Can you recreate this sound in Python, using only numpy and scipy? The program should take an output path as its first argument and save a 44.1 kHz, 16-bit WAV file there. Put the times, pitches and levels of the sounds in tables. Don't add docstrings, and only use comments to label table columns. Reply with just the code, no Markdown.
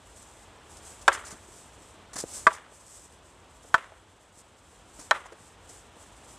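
import sys
import numpy as np
from scipy import signal
from scipy.fft import rfft, irfft
from scipy.io import wavfile
from scipy.ndimage import uniform_filter1d, minimum_filter1d

SR = 44100
rng = np.random.default_rng(int(sys.argv[2]) if len(sys.argv) > 2 else 0)


def log_audio(samples):
    frames = np.atleast_2d(samples).T
    limited = np.clip(frames, -1, 1)
    pcm = np.round(limited * 32767).astype(np.int16)
    wavfile.write(sys.argv[1], SR, pcm)


N = 281358

# pitch_hz, t60_s, then relative level_db at the contact points of clacks 1, 2, 3 and 4
STAFF_MODES = [(353, 0.12, -16, -34, -47, -69), (440, 0.066, -20, -21.5, -50, -36),
               (549, 0.098, -22.5, -42, -35, -26.5), (630, 0.043, -26, -14.5, -33.5, -21),
               (654, 0.076, -27, -13, -24.5, -48), (797, 0.042, -22.5, -49, -47.5, -42),
               (831, 0.058, -30, -32, -31, -19.5), (910, 0.07, -22, -27, -21.5, -26),
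               (985, 0.06, -15, -7.5, -15.5, -14.5), (1116, 0.046, 4, -13.5, -15.5, -18.5),
               (1160, 0.045, 1, -0.5, -23, -16.5), (1240, 0.025, -40.5, -2.5, -8.5, -32),
               (1343, 0.061, -14, -20.5, -14.5, -17), (1500, 0.04, -17.5, -5.5, -7, -13.5),
               (1604, 0.044, -12.5, -13, -22, -18), (1740, 0.047, -21, -10, -14, -23),
               (1802, 0.042, -13, -21, -20.5, -12.5), (1880, 0.021, -8.5, -19.5, -23.5, -14),
               (2000, 0.036, -21.5, -11.5, -29, -37), (2123, 0.035, -28, -20.5, -44.5, -21.5),
               (2355, 0.035, -32, -24.5, -32.5, -26), (2563, 0.076, -25, -24, -39, -40),
               (3210, 0.026, -39.5, -46.5, -48.5, -32), (3183, 0.028, -36, -29, -23.5, -19.5),
               (3445, 0.051, -18.5, -39, -53, -49), (4015, 0.034, -41, -43.5, -34.5, -21.5)]
# freq_hz, relative level_db
CRACK_COLOUR = [(60, -29.5), (300, -3.5), (1000, 9.5), (2600, -3), (3700, -0.5), (4400, -1), (6000, -5.5),
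                (8300, -3), (10000, -18), (12000, -35), (15000, -33)]


def undb(db):
    return 10 ** (np.asarray(db) / 20)


def unit(x):
    return x / np.sqrt(np.mean(x ** 2))


def curve(rows):
    return np.interp(np.arange(N) / SR, *np.transpose(rows))


def noise(colour, size=N):
    hz, db = np.transpose(colour)
    bin_hz = np.arange(size // 2 + 1) * SR / size
    gain = undb(np.interp(np.log(bin_hz + 1), np.log(hz), db))
    return unit(irfft(rfft(rng.standard_normal(size)) * gain, size))


def walk(rate):
    hold = max(int(SR / rate), 1)
    levels = rng.standard_normal(N // hold + 1)
    return uniform_filter1d(np.repeat(levels, hold)[:N], hold)


def fade(t, t60):
    return np.exp(-np.log(1000) * t / t60)


def add(track, s, sound):
    start = int(round(s * SR))
    track[start:start + len(sound)] += sound[:N - start]


def airy(colour, width_db=-10, above_hz=4300):
    mid, side = noise(colour), noise(colour)
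    side = signal.sosfilt(signal.butter(8, above_hz, "high", fs=SR, output="sos"), side)
    return mid + undb(width_db) * np.array([side, -side])


def hush(level_db=3.0, rumble_db=-62.0, waver_db=0.46, rumble_follows=0.8):
    # time_s, level_db
    swell_points = [(0.0, -58), (1.0, -55), (1.45, -54), (2.3, -55.5), (2.8, -57), (3.6, -57.5), (4.7, -59),
                    (5.6, -55), (6.38, -56.5)]
    # freq_hz, relative level_db
    air_colour = [(15, -41), (25, -14), (81, 2.5), (145, -7.5), (275, -6), (432, -6), (627, -6), (697, -7),
                  (934, -6), (2190, -16), (3350, -15), (4380, -23), (7860, -28.5), (13400, -47),
                  (14500, -48)]
    # freq_hz, relative level_db
    rumble_colour = [(30, -31.5), (42, -12.5), (51, 4), (60, -6), (75, -7.5), (96, -1.5), (120, -21.5),
                     (250, -40.5), (1000, -82.5)]
    swell = curve(swell_points)
    air = airy(air_colour, width_db=-20.0) * undb(swell + level_db + waver_db * walk(8.8))
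    rumble_swell = rumble_follows * (swell - swell.mean())
    rumble = noise(rumble_colour) * undb(rumble_db + rumble_swell + walk(5.9))
    return air + rumble


def swish(level_db=0.5, grain_db=1.5, flutter_db=1.9, rise_share=0.49, shape=1.9, rustle_db=-66.5):
    # fastest_s, level_db before level_db is added, length_s
    swings = [(0.205, -58.5, .32), (0.39, -58.5, .14), (0.736, -57, 0.14), (0.882, -50.5, .11),
              (0.98, -56, 0.38), (1.195, -52, 0.051), (1.32, -53.5, 0.2), (1.558, -52, 0.32),
              (1.853, -55.5, 0.18), (2.26, -53, 0.15), (2.365, -40, 0.14), (2.522, -51, 0.12),
              (2.76, -54.5, 0.12), (2.94, -50, 0.3), (3.285, -60.5, 0.091), (3.545, -65, 0.12),
              (3.685, -58.5, .16), (3.8, -62, .1), (4.212, -63, 0.054), (4.379, -54.5, .08),
              (4.726, -61.5, 0.21), (5.0, -54, 0.18), (5.18, -61, 0.22), (5.454, -56, 0.17),
              (5.74, -53, 0.2), (6.043, -57, 0.17), (6.18, -61, 0.17), (6.327, -54.5, 0.16)]
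    # freq_hz, relative level_db
    swish_at_mic_colour = [(500, -11), (3000, -17), (4500, -11), (6000, -5.5), (7600, -0.5), (8200, 3),
                           (8700, -4), (10500, -10.5), (12000, -19), (14500, -23)]
    t = np.arange(N) / SR
    power = undb(rustle_db) ** 2
    for s, db, length in swings:
        away = np.abs(t - s) / (length * np.where(t < s, rise_share, 1 - rise_share))
        swing = undb(db) * np.exp(-away ** shape)
        power = power + swing ** 2
    grain = unit(undb(grain_db * walk(900) + flutter_db * walk(50)))
    return undb(level_db) * np.sqrt(power) * grain * airy(swish_at_mic_colour)


def scrapes(grain_db=2.0, stutter_db=2, grind_hz=2800):
    # start_s, level_db, length_s, weight_db (weight on the sole, as low grind)
    scuffs = [(0.768, -49, .022, -18), (1.012, -46, 0.018, 2), (1.126, -33.5, 0.029, -11),
              (1.248, -41.5, 0.063, 2), (1.306, -44.5, 0.03, 3), (2.131, -43, 0.024, 3),
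              (2.156, -34, 0.025, 3.5), (2.181, -33, 0.032, -5), (2.201, -40.5, 0.027, -11),
              (2.527, -44.5, .035, -8), (4.992, -46, 0.04, 1), (5.256, -48, 0.014, 0),
              (5.323, -52.5, .015, -2), (5.691, -46, .022, 0)]
    # freq_hz, relative level_db
    grit_colour = [(150, -5.5), (600, 0.5), (1700, -1.5), (2800, -11.5), (4500, -3.5), (7000, 3),
                   (9500, 0.5), (11000, -15.5), (14500, -21)]
    push, press = np.zeros(N), np.zeros(N)
    t = np.arange(SR // 4) / SR
    for s, db, length, weight_db in scuffs:
        bite = undb(db) * (1 - np.exp(-t / .0012)) * np.exp(-(t / length) ** 2)
        add(push, s, bite)
        add(press, s, undb(weight_db) * bite)
    grit = airy(grit_colour)
    grind = signal.sosfiltfilt(signal.butter(3, grind_hz, fs=SR, output="sos"), grit)
    stutter = unit(undb(grain_db * walk(1500) + stutter_db * walk(200)))
    return (push * (grit - grind) + press * grind) * stutter


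def thuds(grit=0.34):
    # start_s, level_db, pitch_hz, t60_s of the roughness
    low_sounds = [(1.326, -30, 232, 0.1), (1.486, -39, 350, 0.057), (1.815, -45, 158, .06),
                  (2.159, -38, 267, 0.08), (2.2387, -14.5, 440, 0.0055), (2.245, -32, 485, .005),
                  (2.47, -24, 191, .02), (2.720, -37.5, 525, 0.078), (3.647, -38.5, 560, .04),
                  (3.742, -30.5, 121.6, .02), (4.373, -44, 297.6, 0.052), (4.991, -38, 320, 0.082),
                  (5.405, -41, 170, 0.036), (5.7, -41, 374, 0.11), (5.967, -38.5, 390, 0.052)]
    out, t = np.zeros(N), np.arange(SR // 4) / SR
    for s, db, hz, t60 in low_sounds:
        rough = noise([(hz / 4, -12), (hz, 0), (hz * 2, -8), (hz * 8, -40)], size=len(t))
        swing = np.sin(2 * np.pi * hz * t) * fade(t, 4 / hz)
        add(out, s, undb(db) * (swing + grit * rough * fade(t, t60)))
    return out


def staff_ring(t, mode_gain, radiate_hz=300):
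    hz, t60 = np.array(STAFF_MODES).T[:2, :, None]
    ring = mode_gain @ (fade(t, t60) * np.sin(2 * np.pi * hz * t))
    return signal.sosfilt(signal.butter(2, radiate_hz, "high", fs=SR, output="sos"), ring)


def touches(tick_t60=.04, focus_db=22):
    # start_s, ring peak level_db, strongest pitch_hz, tick_db relative to that peak
    contacts = [(1.124, -30, 1700, -20), (2.514, -26.5, 990, -24), (3.921, -37, 685, -30),
                (5.258, -32, 880, -20), (5.321, -35.5, 450, -14)]
    out, t = np.zeros(N), np.arange(SR // 4) / SR
    hz = np.array(STAFF_MODES)[:, 0]
    for s, db, centre_hz, tick_db in contacts:
        octaves_off = np.abs(np.log2(hz / centre_hz))
        mode_db = -focus_db * octaves_off + 2 * rng.standard_normal(len(hz))
        ring = staff_ring(t, rng.choice([-1, 1], len(hz)) * undb(mode_db))
        tick = undb(tick_db) * noise(CRACK_COLOUR, size=len(t)) * fade(t, tick_t60)
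        add(out, s, undb(db) * (ring / np.abs(ring).max() + tick))
    return out


def trees(t60=0.64, woody_hz=1250, woody_width_hz=320, woody_t60=0.6, build_s=0.0037, clump_db=3,
          bank_s=0.038, bank_db=2, bank_t60=0.095):
    # freq_hz, relative level_db
    echo_colour = [(150, -36), (400, -8.5), (800, -5.5), (1200, 1), (1600, -1.5), (2000, -5), (2600, -12),
                   (3400, -13), (4500, -26.5), (9000, -25.5), (15000, -51)]
    t = np.arange(SR * 3 // 4) / SR
    clumps = undb(clump_db * walk(200)[:len(t)])
    scatter = unit(noise(echo_colour, size=len(t)) * clumps)
    woody = signal.lfilter(*signal.iirpeak(woody_hz, woody_hz / woody_width_hz, fs=SR), scatter)
    tail = woody * fade(t, woody_t60) + (scatter - woody) * fade(t, t60)
    tail = tail * (1 - np.exp(-t / build_s))
    bank = noise(echo_colour, size=len(t)) * (t > bank_s) * fade(np.abs(t - bank_s), bank_t60)
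    return tail + undb(bank_db) * bank


def clacks():
    blows = [(1.0790, 1, .00132, 0, -13.5, 0.028, -29), (2.4676, 1.5, 0.0037, -8, -22, 0.045, -36.5),
             (3.7428, 1.5, .00438, -19, -25, 0.054, -38), (5.1100, 1.5, .00458, -12, -15, 0.017, -34.5)]
    out, t = np.zeros(N), np.arange(SR // 4) / SR
    sense = (-1) ** np.arange(len(STAFF_MODES))
    contact_points = np.array(STAFF_MODES).T[2:]
    for row, mode_db in zip(blows, contact_points):
        s, db, rebound_s, rebound_db, crack_db, crack_t60, echo_db = row
        crack = undb(crack_db) * noise(CRACK_COLOUR, size=len(t)) * fade(t, crack_t60)
        blow = undb(db) * staff_ring(t, sense * undb(mode_db)) + crack
        add(out, s, blow)
        add(out, s, undb(rebound_db) * np.interp(t - rebound_s, t, blow, left=0))
        add(out, s, undb(echo_db) * trees())
    return out


def scene():
    return clacks() + touches() + thuds() + scrapes() + swish() + hush()


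def gain_control(x, above_db=-24.5, share=.17, attack_s=0.09, recover_db_per_s=3):
    recovery = recover_db_per_s * np.arange(N) / SR
    excess_db = 20 * np.log10(np.maximum(np.abs(x).max(axis=0) / undb(above_db), 1))
    duck_db = np.maximum.accumulate(share * excess_db + recovery) - recovery
    step = 1 / (attack_s * SR)
    smooth_duck_db = signal.lfilter([step], [1, step - 1], duck_db)
    return x * undb(-smooth_duck_db)


def record(dry):
    ceiling, size, top_hz = .8, 67, 14400
    x = signal.sosfilt(signal.butter(4, 36, "high", fs=SR, output="sos"), dry)
    gain = ceiling / np.maximum(np.abs(x).max(axis=0), ceiling)
    gain = uniform_filter1d(minimum_filter1d(gain, size), size)
    levelled = gain_control(x * gain)
    return signal.sosfilt(signal.ellip(8, .2, 70, top_hz, fs=SR, output="sos"), levelled)


dry = scene()
out = record(dry)
log_audio(out)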